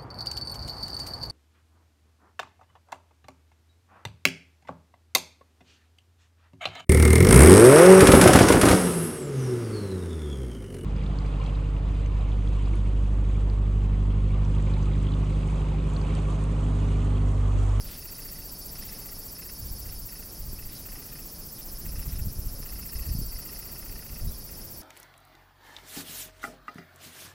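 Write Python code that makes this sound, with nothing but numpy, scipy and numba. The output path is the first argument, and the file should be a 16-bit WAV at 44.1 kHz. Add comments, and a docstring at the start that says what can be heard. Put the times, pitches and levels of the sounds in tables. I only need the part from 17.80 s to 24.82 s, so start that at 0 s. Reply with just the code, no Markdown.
"""A dog is brushed in a summer garden, close to a hand-held camera with one microphone.
From the start a near cicada buckles its ribbed drums, throbbing fifteen times a second over a steady
chorus and soft air. At once the lens motor ticks in short runs and the comb rasps faintly through the coat.
From about two seconds air and handling buffet the microphone with low thumps, hardest between four and
five and a half. Faint squeaks slip in near three seconds and again after the last thump."""
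import sys
import numpy as np
from scipy import signal
from scipy.fft import rfft, irfft
from scipy.io import wavfile
from scipy.ndimage import uniform_filter1d, map_coordinates
from numba import njit

SR = 44100
rng = np.random.default_rng(int(sys.argv[2]) if len(sys.argv) > 2 else 0)


def dump(signal):
    """Clip the signal to [-1, 1] and save it as 16-bit WAV at the path in sys.argv[1]."""
    limited = np.clip(np.atleast_2d(signal).T, -1, 1)
    pcm = np.round(limited * 32767).astype(np.int16)
    wavfile.write(sys.argv[1], SR, pcm)


N = 309582
T = np.arange(N) / SR

# Tone of the garden air. Each row: frequency in Hz, gain in dB.
AIR_COLOUR = [(15, -24), (25, -0.5), (75, -12.5), (204, -14.5), (251, -18), (336, -20), (543, -23.5),
              (590, -24), (696, -26), (2050, -36), (3600, -39.5), (4680, -53), (7920, -120)]
# Hiss of the most distant insects. Each row: frequency in Hz, gain in dB.
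HAZE_COLOUR = [(3300, -14.5), (4100, -6.5), (4600, -18), (5800, 3.5), (6800, -3), (7700, -3), (8700, -11),
               (9800, 1.5), (12000, 0), (15500, 2)]
# Ribs that buckle in one muscle stroke. Each row: place in the cycle from 0 to 1, gain in dB.
RIBS = [(0, -4.5), (0.261, -20), (0.491, -5), (0.771, -12)]
# The near cicada's fader, for drums and abdomen alike. Each row: time in seconds, level in dB.
SONG_LEVEL = [(0, -45), (.7, -42.5), (2.1, -43), (2.5, -45), (2.9, -45), (3.35, -45), (4.1, -42.5),
              (4.7, -44.5), (5.1, -41), (5.6, -41.5), (6.2, -45.5), (7, -44.5)]
# Its throb drifts around the even beat. Each row: time in seconds, lead in cycles.
THROB_LEAD = [(0, .22), (.6, .03), (1.3, .05), (2.6, -.03), (4.1, .02), (5.3, -.01), (7, .23)]
# Pace of its drum muscles. Each row: time in seconds, stroke rate in Hz.
MUSCLE_RATE = [(0, 175.3), (2.5, 175.8), (7, 177.1)]
# Ring of its drums, slack then stretched. 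Each row: pitch in Hz, width in Hz, gain in dB.
DRUM_RING = [(10700, 640, -4.5), (15000, 2060, -2.5)]
# Its hollow abdomen. Each row: pitch in Hz, width in Hz, slack gain in dB, stretched gain in dB.
ABDOMEN_RINGS = [(4830, 200, -13, -25), (5156, 640, 6.5, -14.5), (7905, 830, -19, 2.5)]
# Far cicadas. Each row: muscle rate in Hz, ring pitch in Hz, width in Hz, level in dB.
FAR_CICADAS = [(175.2, 4190, 43, -69.5), (179.8, 5370, 510, -60.5), (171.7, 9680, 350, -62.5),
               (168.8, 11800, 1800, -61.5)]
# One more cicada swells and fades. Each row: time in seconds, level in dB.
NEIGHBOUR_LEVEL = [(0, -54), (.8, -53.5), (2.2, -55), (3, -59), (4.6, -62.5), (4.85, -58), (5.4, -51),
                   (5.9, -55.5), (7, -58.5)]
# Bounce off the dog's flank. Each row: time in seconds, lag in milliseconds, strength from 0 to 1.
FLANK_ECHO = [(0, 0.46, .03), (5.1, 0.72, 0.07), (5.4, 0.67, 0.07), (5.85, 0.69, 0.12), (6.15, 0.73, 0),
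              (6.5, .54, 0.04), (7, .56, 0)]
# Tone of the wind rumble. Each row: frequency in Hz, gain in dB.
BUFFET_COLOUR = [(8.8, -36), (15, 1.5), (35, 4.5), (85, -6.5), (157, -15), (313, -27.5), (351, -33),
                 (453, -40), (700, -47.5), (910, -69), (1540, -120)]
# Gusts on the microphone. Each row: start in seconds, hold in seconds, level in dB.
GUSTS = [(0, 0.1, -39.5), (1.81, 0.17, -39.5), (2.04, 0.21, -39), (2.6, 0.16, -36), (2.842, 0.035, -36.5),
         (3.907, .05, -37.5), (4.04, .17, -34), (4.271, 0.23, -32), (4.566, 0.18, -36.5),
         (4.785, 0.27, -40), (5.154, 0.055, -32.5), (5.277, 0.176, -31.5), (5.47, 0.11, -38),
         (6.104, 0.045, -38), (6.313, 0.057, -37.5), (6.434, 0.055, -28)]
# Low thumps. Each row: time in seconds, level in dB, pitch in Hz.
THUMPS = [(1.829, -30, 56), (1.91, -29, 56), (2.729, -31, 175), (4.18, -25, 56), (4.278, -22, 70.5),
          (4.335, -29, 56), (4.418, -17, 45), (4.469, -23, 90), (4.589, -23.5, 56), (4.667, -21.5, 60),
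          (4.8, -29, 130), (5.287, -21.5, 94.5), (5.313, -21, 60), (5.349, -18.5, 104), (5.388, -21, 114),
          (5.415, -24, 150), (6.432, -21, 56)]
# Runs of the lens motor. Each row: start in seconds, end in seconds, relative level in dB.
FOCUS_RUNS = [(.04, 0.624, -60.5), (.94, 1.35, -60), (1.563, 1.71, -56), (2.04, 2.14, -62.5),
              (2.265, 2.44, -61.5), (2.77, 2.922, -60.5), (3.04, 3.41, -59), (4.04, 4.41, -59.5),
              (4.81, 5.342, -58), (5.51, 6.41, -59.5), (6.68, 6.82, -61)]
# Ring of the lens barrel. Each row: pitch in Hz, width in Hz, gain in dB.
BARREL_RINGS = [(1376, 320, -3), (1846, 196, -2.5), (1980, 250, -1), (2620, 210, 1)]
# Comb strokes. Each row: middle in seconds, length in seconds, level in dB.
COMB_STROKES = [(.11, 0.091, -54), (.42, 0.41, -65), (1.07, 0.15, -56.5), (1.87, .04, -62),
                (2.127, .08, -60), (2.95, 0.087, -56), (3.31, 0.055, -61), (3.794, .03, -56),
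                (4.334, 0.1, -58)]
# Teeth catching on a tangle. Each row: time in seconds, starting level in dB.
SNAGS = [(.115, -41), (.13, -43), (1.013, -40), (1.036, -37), (1.135, -43), (3.81, -43)]
# Tone of the comb's rasp. Each row: frequency in Hz, gain in dB.
COMB_COLOUR = [(300, -25), (1200, 13), (2800, 16.5), (4000, 20), (5500, -3), (9000, 17), (15000, -34)]
# Faint squeaks. Each row: middle and length in seconds, start and end pitch in Hz, level in dB.
SQUEAKS = [(2.96, 0.032, 4620, 4750, -54), (2.975, 0.023, 4120, 3900, -53), (6.489, 0.025, 3880, 3920, -54),
           (6.53, .02, 3600, 3300, -58)]

THROB_HZ, THROB_SCATTER_DB, STRETCH_SCATTER = 15, .33, .025  # no two throbs are quite alike
STRETCH_LEAD_RAD, STRETCH_POWER = .23, 1.38  # shape of the abdomen's travel
ABDOMEN_DB, ABDOMEN_EXTRA_SWELL = -9, .17  # level ahead of the song fader; extra dB for each dB of song
BREEZE_DB, BREEZE_SPREAD_DB = -50, 2.5
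GUST_ATTACK_S, GUST_RELEASE_S = .028, .029
FRAME_HZ, SNAPS_PER_S, TOP_HZ = 29.978, 2500, 15850


def undb(db):
    """Decibels to gain."""
    return 10 ** (np.asarray(db) / 20)


def level(x, db):
    """Set the rms level."""
    return x * undb(db) / np.sqrt(np.mean(x ** 2))


def curve(rows):
    """Join (seconds, value) rows by straight lines."""
    return np.interp(T, *np.transpose(rows))


def walk(rate):
    """Smooth random wandering with a spread of 1."""
    bins = np.arange(N // 2 + 1) * SR / N
    return level(irfft(rfft(rng.standard_normal(N)) / (1 + (bins / rate) ** 4), N), 0)


def colour(x, points):
    """Equalise a sound through (Hz, dB) points, rolling off beyond them; rms 1."""
    hz, db = np.transpose(points)
    log_hz = np.log(np.arange(N // 2 + 1) * SR / N + 1)
    outside = np.abs(log_hz - np.clip(log_hz, np.log(hz[0]), np.log(hz[-1])))
    gain = undb(np.interp(log_hz, np.log(hz), db) - 20 * outside)
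    return level(irfft(rfft(x) * gain, N), 0)


@njit
def bandpass(x, hz, width):
    """State-variable band-pass whose centre and width may move."""
    out, band, low = np.empty(len(x)), 0., 0.
    for i in range(len(x)):
        g = np.tan(np.pi * hz[i] / SR)
        damping = np.pi * width[i] / SR * (1 + g * g) / g
        v = (band + g * (x[i] - low)) / (1 + g * (g + damping))
        band, low = 2 * v - band, low + 2 * g * v
        out[i] = damping * v
    return out


def ring(x, hz, width):
    """A resonance with steep skirts."""
    hz = np.minimum(hz, SR * .45) * np.ones(N)
    width = width * np.sqrt(2) * np.ones(N)
    return bandpass(bandpass(x, hz, width), hz, width)


def clicks(at, size):
    """Sharp clicks at times that fall between samples."""
    taps = np.floor(at * SR).astype(int)[:, None] + np.arange(-7, 9)
    offset = taps - at[:, None] * SR
    out = np.zeros(N)
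    np.add.at(out, taps % N, size[:, None] * np.sinc(offset) * np.cos(np.pi * offset / 16) ** 2)
    return out


def background():
    """A bed of soft outdoor air under the hiss of distant insects."""
    air = colour(rng.standard_normal(N), AIR_COLOUR) * undb(-46 + .73 * walk(4.2))
    haze = colour(rng.standard_normal(N), HAZE_COLOUR) * undb(-48.5 + .73 * walk(9.8))
    return air + haze


def tymbal(hz, jitter_ms, scatter_db):
    """The raw buzz of a cicada's drum: each muscle stroke buckles a row of ribs, one click a rib."""
    turns = np.cumsum(hz) / SR
    strokes = np.arange(int(turns[-1]))
    out = 0
    for share, db in RIBS:
        late, size = rng.standard_normal((N // 200, 2))[strokes].T
        times = np.interp(strokes + share, turns, T) + late * jitter_ms / 1000
        out = out + clicks(times, undb(db + scatter_db * size))
    return out


def near_cicada():
    """The pumping abdomen stretches the drums: their ring swoops while its resonances trade places."""
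    throb = 2 * np.pi * (THROB_HZ * T + curve(THROB_LEAD))
    # the abdomen lingers at both ends of its travel
    travel = .5 + .5 * np.tanh(np.cos(throb + STRETCH_LEAD_RAD)) / np.tanh(1)
    stretch = np.abs(travel) ** STRETCH_POWER + STRETCH_SCATTER * walk(THROB_HZ)
    # the muscles run a little faster under tension
    rate = curve(MUSCLE_RATE) * (1 + .014 * np.cos(throb + .4))
    buzz = tymbal(rate * (1 + .0012 * walk(25)), jitter_ms=.012, scatter_db=1.5)
    hz, width, db = (slack + (taut - slack) * stretch for slack, taut in zip(*DRUM_RING))
    # the ribs snap hardest at full stretch and weakest in passing
    snap_db = db + .97 * stretch ** 6 - 10 * stretch * (1 - stretch)
    drums = ring(buzz, hz * (1 + .0033 * walk(40)), width) * undb(snap_db)
    drums += ring(buzz, hz=14400, width=5000) * undb(-19.5) * stretch  # a broad crack around the ring
    abdomen = sum(ring(buzz, hz, width) * undb(slack_db + (taut_db - slack_db) * stretch)
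                  for hz, width, slack_db, taut_db in ABDOMEN_RINGS)
    song_db = curve(SONG_LEVEL)
    abdomen *= undb(ABDOMEN_EXTRA_SWELL * song_db)
    voice = level(drums, -.33) + level(abdomen, ABDOMEN_DB)
    return voice * undb(song_db + THROB_SCATTER_DB * walk(THROB_HZ))


def far_cicada(rate, hz, width):
    """A cicada drones through one fixed ring, its buzz wavering a little; rms 1."""
    buzz = tymbal(rate * (1 + .007 * walk(25)), jitter_ms=.025, scatter_db=2)
    return level(ring(buzz, hz, width), 0)


def chorus():
    """Cicadas hold a drone further off, while one with a narrow ring swells and fades."""
    drone = sum(far_cicada(rate, hz, width) * undb(db + walk(.61)) for rate, hz, width, db in FAR_CICADAS)
    neighbour = far_cicada(rate=175, hz=4650, width=190) * undb(curve(NEIGHBOUR_LEVEL))
    return drone + neighbour


def garden(x, wet_db, decay_s):
    """Stone walls and foliage scatter a short tail."""
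    tail = rng.standard_normal(SR // 2) * np.exp(-T[:SR // 2] / decay_s)
    wet = signal.fftconvolve(x, tail / np.linalg.norm(tail))[:N]
    return (x + undb(wet_db) * wet) / np.hypot(1, undb(wet_db))


def flank(x):
    """The dog's flank mirrors the insects into the moving camera, sweeping shallow notches in the hiss."""
    times, lags_ms, strengths = np.transpose(FLANK_ECHO)
    lag_s = np.interp(T, times, lags_ms) / 1000
    echo = map_coordinates(x, [(T - lag_s) * SR], mode="mirror")
    return x + np.interp(T, times, strengths) * echo


def whine():
    """A very faint, wavering tone at the back of the mix."""
    hz = 2457 * (1 + .012 * walk(120))
    db = -71.5 + 2.5 * walk(2)
    return np.sin(2 * np.pi * np.cumsum(hz) / SR) * undb(db)


def gust(start, length):
    """A gust's envelope rises quickly, holds and dies away."""
    attack = np.clip((T - start) / GUST_ATTACK_S + 1, 0, 1)
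    return attack * np.exp(-np.maximum(T - start - length, 0) / GUST_RELEASE_S)


def wind():
    """Eddies rumble on the microphone in a light breeze and its gusts."""
    eddies = colour(rng.standard_normal(N), BUFFET_COLOUR)
    eddies /= np.sqrt(uniform_filter1d(eddies ** 2, size=SR // 10))  # even out the noise's own swells
    breeze = undb(BREEZE_DB + BREEZE_SPREAD_DB * walk(4.4))
    gust_power = sum((undb(db) * gust(start, length)) ** 2 for start, length, db in GUSTS)
    return eddies * np.sqrt(breeze ** 2 + gust_power)


def lens_motor():
    """The focus steps once a frame; each step starts quickly and whirrs out in the lens barrel."""
    frame, phase = np.divmod(T * FRAME_HZ + .54, 1)
    size, late = rng.standard_normal((int(frame[-1]) + 1, 2))[frame.astype(int)].T
    age = phase - .05 * np.abs(late)  # in frames
    step = np.interp(age, [0, .08, .3, .46, .85], [0, 1, .9, .3, 0])
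    uneven = undb(2.5 * np.clip(size, -2, .7))
    running = sum(undb(db) * ((T > start) & (T < end)) for start, end, db in FOCUS_RUNS)
    whirr = rng.standard_normal(N) * step * uneven * running
    barrel = sum(undb(db) * ring(whirr, hz, width) for hz, width, db in BARREL_RINGS)
    return level(barrel, db=-61)


def comb():
    """Hairs slip off the teeth as dense tiny snaps, swelling with each stroke; at times a tooth snags."""
    snaps = rng.standard_normal(N) * (rng.random(N) < SNAPS_PER_S / SR)
    pressure = sum(undb(db) * np.exp(-2 * ((T - s) / length) ** 2) for s, length, db in COMB_STROKES)
    snags = sum(undb(db) * (T > s) * np.exp(-np.abs(T - s) / .001) for s, db in SNAGS)
    return colour(snaps, COMB_COLOUR) * pressure + colour(rng.standard_normal(N), COMB_COLOUR) * snags


def thumps():
    """Air and handling bump the microphone, each thump one push and pull of pressure."""
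    out = np.zeros(N)
    for (s, db, hz), sign in zip(THUMPS, rng.choice([-1, 1], len(THUMPS))):
        near = np.abs(T - s) < .1
        phase = 2 * np.pi * hz * (T[near] - s - .003)
        out[near] += sign * undb(db) * phase * np.exp(-phase ** 2 / 2)
    return out


def squeaks():
    """Short unsteady tones that slide in pitch."""
    out, waver = 0, 1 + .0273 * walk(500)
    for s, length, start_hz, end_hz, db in SQUEAKS:
        hz = np.interp(T, [s - length / 2, s + length / 2], [start_hz, end_hz]) * waver
        swell = undb(db) * np.exp(-2 * ((T - s) / length) ** 2)
        out = out + swell * np.sin(2 * np.pi * np.cumsum(hz) / SR)
    return out


def scene():
    """Everything reaches one microphone, the same in both channels."""
    near = garden(near_cicada(), wet_db=-9.5, decay_s=.012)
    far = garden(chorus(), wet_db=-3, decay_s=.037)
    ambience = flank(near + far + background()) + whine()
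    mix = ambience + wind() + thumps() + comb() + squeaks() + lens_motor()
    return np.tile(mix, (2, 1))


def record(dry):
    """The camera cuts the top steeply."""
    return signal.sosfilt(signal.ellip(12, .2, 80, TOP_HZ, fs=SR, output="sos"), dry)


dry = scene()
out = record(dry)
dump(out)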